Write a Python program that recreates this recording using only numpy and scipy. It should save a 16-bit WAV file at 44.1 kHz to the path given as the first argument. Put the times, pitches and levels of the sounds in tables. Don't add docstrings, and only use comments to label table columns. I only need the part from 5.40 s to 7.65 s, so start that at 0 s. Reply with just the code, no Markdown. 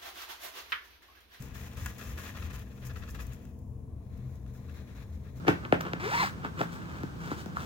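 import sys
import numpy as np
from scipy import signal
from scipy.fft import rfft, irfft
from scipy.io import wavfile
from scipy.ndimage import uniform_filter1d

SR = 44100
rng = np.random.default_rng(int(sys.argv[2]) if len(sys.argv) > 2 else 0)


def unload_audio(sound):
    columns = np.transpose(np.atleast_2d(sound))
    steps = np.round(np.clip(columns, -1, 1) * 32767)
    wavfile.write(sys.argv[1], SR, steps.astype(np.int16))


N = 99401
FFT_SIZE = 2 ** 17
HZ = np.maximum(np.arange(FFT_SIZE // 2 + 1) * SR / FFT_SIZE, 1)


# (time [s], speed [teeth/s], level [dB])
PULL = [(.594, 280, -65), (.598, 290, -39), (.632, 340, -38), (.642, 370, -33.5), (.670, 430, -34),
        (.695, 560, -35), (.722, 750, -31), (.745, 955, -27), (.773, 920, -29), (.787, 1150, -28),
        (.802, 1040, -27), (.821, 1045, -26), (.829, 860, -25), (.844, 720, -28), (.872, 520, -31),
        (.895, 350, -38), (.908, 280, -60)]
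# (frequency [Hz], level [dB])
TEETH_TONE = [(120, -24), (250, -4.5), (450, -1), (620, -3.5), (950, 0.5), (1400, 0), (2350, -3),
              (3100, -19.5), (4200, -15.5), (5200, -19), (10000, -51), (16000, -35)]
SCRAPE_TONE = [(150, -12), (500, -22), (1000, 12), (1700, 12), (2600, -0.5), (3400, -1), (6500, -8.5),
               (9000, -12), (11000, -24), (15000, -15)]
# (multiple, note [Hz], width [Hz], level [dB])
BAG_NOTES = [(1, 412, 60, 3.5), (1, 755, 27, 0.5), (1, 990, 55, -4), (2, 2160, 200, -12.5),
             (4, 4160, 87, -6.5)]

def zipper(teeth_db=-3, scrape_db=-5.5, boom_db=-15, slack_s=.848, fade_db_per_s=800):
    t = np.arange(N) / SR
    times, speeds, levels = np.transpose(PULL)
    speed = np.interp(t, times, speeds) * (1 + .02 * drift(73))
    teeth_passed = np.cumsum(speed) / SR
    teeth = np.arange(1, int(teeth_passed[-1]))
    timing, strength = rng.standard_normal((N // 20, 2))[:len(teeth)].T
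    click_at = np.interp(teeth + .05 * timing, teeth_passed, np.arange(N)).astype(int)
    clicks = np.zeros(N)
    clicks[click_at] = from_db(3.5 * strength)
    buzz = apply_filter(clicks, tone_filter(curve(TEETH_TONE)) * bending_delay())
    buzz_level = np.sqrt(uniform_filter1d(buzz ** 2, size=900) + 1e-12)
    buzz = from_db(teeth_db) * buzz / buzz_level
    for multiple, hz, width_hz, db in BAG_NOTES:
        fluttering_gain = from_db(db + 3.5 * drift(70)) * resonance(multiple * speed, hz, width_hz)
        buzz += fluttering_gain * np.sin(2 * np.pi * multiple * teeth_passed)
    buzz *= from_db(-fade_db_per_s * np.maximum(t - slack_s, 0))
    friction = rng.standard_normal(N) * np.exp(-2.5 * (teeth_passed % 1))
    scrape = rms_one(apply_filter(friction, tone_filter(curve(SCRAPE_TONE))))
    scrape *= from_db(scrape_db + .5 * np.log2(speed / speeds.max()))
    hollow = resonance(HZ, centre_hz=182, width_hz=20)
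    boom = from_db(boom_db) * rms_one(apply_filter(rng.standard_normal(N), hollow))
    loudness = from_db(np.interp(t, times, levels)) * (t > times[0]) * (t < times[-1])
    return loudness * (buzz + scrape + boom)


# (frequency [Hz], level [dB])
SIDE_TONE = [(40, -52), (100, 3), (290, 8.5), (520, 5), (760, 7), (1000, 0), (1400, 9), (2000, -2),
             (3000, -9), (4200, -14.5), (6000, -19), (10000, -50), (14000, -25.5)]
# (time [s], level [dB], thump [dB], knock [dB], snap [dB], tick [dB], echo [dB])
KNOCKS = [(0.0495, -33, 3, 2, -6, -22, -3), (0.0677, -29.5, 14, 8.5, 5.5, -4, 14.5),
          (0.0793, -17.5, 10, 9.5, 10.5, -22, 5.5), (.0820, -12, 4, 1, 2, 1, -3),
          (.0885, -15, 10, 3, -3, -6, -3), (0.251, -30.5, 2, -2, 13, -1, -16),
          (0.3244, -8, 8.5, 12, 7, -26, -2.5), (.4075, -25, -8, -4, 1, 5, -7),
          (.4108, -21, -8, -4, 4, 12, -8), (.5340, -20.5, 8, 3, 10.5, 2.5, -13),
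          (1.0484, -22, -1.5, -9.5, -14, -6, -6), (1.2060, -23.5, 14.5, 13.5, -27, -10, -1),
          (1.2139, -16, 0, 2, 0, -9, -7), (1.6338, -25, 16, 0, -1, 6.5, -4),
          (1.9153, -24, 7, -5, -23, -12, -24), (2.06, -30, 12, 7.5, 4.5, 15.5, -4),
          (2.1688, -18.5, -27, -23, -21, -26, -3)]

def knocks():
    out, delay = np.zeros((2, N)), bending_delay()
    for time, db, thump, knock, snap, tick, echo in KNOCKS:
        touch = curve([(302, thump), (618, knock), (1160, 0), (2690, snap), (8300, tick)])
        pulse = irfft(tone_filter(curve(SIDE_TONE) + touch) * delay)
        start = int(time * SR)
        out[:, start:] += from_db([[db], [db + echo]]) * pulse[:N - start] / np.abs(pulse).max()
    return out


def bending_delay(lag_s=0.002167, top_hz=2736):
    lag = lag_s * np.maximum(np.sqrt(top_hz / np.maximum(HZ, 200)) - 1, 0)
    return np.exp(-2j * np.pi * np.cumsum(lag) * SR / FFT_SIZE)


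def pull_tab(start_s=.411, hz=12100, ring_s=.04, db=-44):
    age = np.maximum(np.arange(N) / SR - start_s, 0)
    return from_db(db - 60 * age / ring_s) * np.sin(2 * np.pi * hz * age)


# (middle time [s], half length [s], level [dB], extra treble [dB])
SWELLS = [(0.094, 0.027, -35, -22), (0.17, .02, -70, -4), (0.25, 0.014, -37, -25),
          (0.341, 0.017, -33.5, -27), (0.413, 0.014, -38, -10), (0.46, 0.027, -36, -7),
          (0.554, 0.044, -43.5, -26), (1.05, .028, -40.5, -4), (1.215, 0.04, -35, 4),
          (1.337, 0.022, -49, 17.5), (1.53, 0.17, -48.5, 5), (1.862, 0.072, -44, 9), (1.927, 0.031, -39, 6),
          (1.985, 0.041, -49.5, 16.5), (2.202, 0.049, -44.5, 12.5)]
# (frequency [Hz], level [dB])
CLOTH_TONE = [(35, -46), (80, -9), (250, 8), (700, -0.5), (1450, 6.5), (1900, -3.5), (3300, -12.5),
              (5000, -21.5), (8000, -28.5), (11000, -38), (15000, -32.5)]

def rustle(creases_per_s=1800, swish_share=.28, treble_hz=4170, sleeve_db=-59):
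    t = np.arange(N) / SR
    happens = rng.random(N) < creases_per_s / SR
    strength = from_db(2.5 * np.minimum(rng.exponential(1, N), 4))
    creases = rms_one(happens * strength * rng.choice([-1, 1], N))
    swish = swish_share * rng.standard_normal(N)
    cloth = rms_one(apply_filter(creases + swish, tone_filter(curve(CLOTH_TONE))))
    treble = apply_filter(cloth, 1 / (1 + (treble_hz / HZ) ** 4))
    power = from_db(sleeve_db + 5 * drift(10)) ** 2
    for time, half_s, db, treble_db in SWELLS:
        swell = np.exp(-2 * ((t - time) / half_s) ** 2)
        power = power + from_db([[db], [db + treble_db]]) ** 2 * swell
    low_gain, treble_gain = np.sqrt(power) * from_db(1.6 * drift(25))
    return low_gain * (cloth - treble) + treble_gain * treble


# (frequency [Hz], left minus right [dB])
BALANCE = [(60, 5), (150, -4), (330, 9.5), (700, 0), (1300, -2.5), (2400, 4.5), (4400, 5), (15000, 2.5)]

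def stereo_spread(x, left_lag_s=0.00027):
    lean_db = curve(BALANCE) / 2
    left = from_db(lean_db) * np.exp(-2j * np.pi * HZ * left_lag_s)
    return apply_filter(x, np.array([left, from_db(-lean_db)]))


# (frequency [Hz], level [dB])
ECHO_TONE = [(60, -6.5), (250, -4.5), (600, -5.5), (1400, -2.5), (3000, -1), (8000, 2), (15000, 9)]

def room_echo(x, build_s=0.002, fade_s=0.25):
    t = np.arange(N) / SR
    tail = surrounding_noise(1) * from_db(-60 * t / fade_s) * (1 - np.exp(-(t / build_s) ** 2))
    response = rfft(rms_one(tail) / np.sqrt(N), FFT_SIZE)
    return apply_filter(x, response * tone_filter(curve(ECHO_TONE)))


# (frequency [Hz], level [dB])
AIR_TONE = [(25, -22), (42, -30), (60, -2.5), (80, -1.5), (140, -1), (210, -5), (300, -10.5), (600, -21),
            (1550, -20), (1800, -30), (6500, -40.5), (11000, -49.5), (16000, -41)]

def ventilation(rush_db=-41.5, hum_db=-47):
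    hum = surrounding_noise(resonance(HZ, centre_hz=169.5, width_hz=4.7))
    rush = surrounding_noise(from_db(curve(AIR_TONE)))
    return from_db(rush_db) * rush + from_db(hum_db) * hum


# (frequency [Hz], likeness [-1 to 1])
LIKENESS = [(60, 0.99), (130, 0.7), (290, 0.49), (640, -0.18), (1400, -0.46), (3100, -0.4), (6800, 0.31),
            (15000, -0.56)]

def surrounding_noise(gain):
    shared, opposite = rfft(rng.standard_normal((2, FFT_SIZE)))
    alike = np.clip(curve(LIKENESS), -.99, .99)
    spectrum = np.sqrt(1 + alike) * shared + np.sqrt(1 - alike) * opposite * [[1], [-1]]
    return rms_one(irfft(gain * spectrum)[:, :N])


def resonance(hz, centre_hz, width_hz):
    return 1 / (1 + ((hz - centre_hz) / width_hz) ** 2)


def drift(rate_hz):
    noise = rfft(rng.standard_normal(FFT_SIZE))
    return rms_one(irfft(noise / (1 + (HZ / rate_hz) ** 2))[:N])


def tone_filter(db):
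    cepstrum = irfft(np.log(from_db(db)))
    cepstrum[1:FFT_SIZE // 2] *= 2
    cepstrum[FFT_SIZE // 2 + 1:] = 0
    return np.exp(rfft(cepstrum))


def apply_filter(x, response):
    return irfft(rfft(x, FFT_SIZE) * response)[..., :N]


def curve(points):
    hz, value = np.transpose(points)
    return np.interp(np.log(HZ), np.log(hz), value)


def from_db(db):
    return 10 ** (np.asarray(db) / 20)


def rms_one(x):
    return x / np.sqrt(np.mean(x ** 2) + 1e-20)


def scene(zip_echo_db=-8, cloth_echo_db=-4):
    zip_sound, cloth = zipper(), rustle()
    knock_sound, knocks_to_room = knocks()
    close = zip_sound + cloth + knock_sound + pull_tab()
    to_room = from_db(zip_echo_db) * zip_sound + from_db(cloth_echo_db) * cloth + knocks_to_room
    return stereo_spread(close) + room_echo(to_room) + ventilation()


def record(dry):
    cutoff_hz = 15850
    return signal.sosfiltfilt(signal.ellip(10, .05, 60, cutoff_hz, fs=SR, output="sos"), dry)


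dry = scene()
out = record(dry)
unload_audio(out)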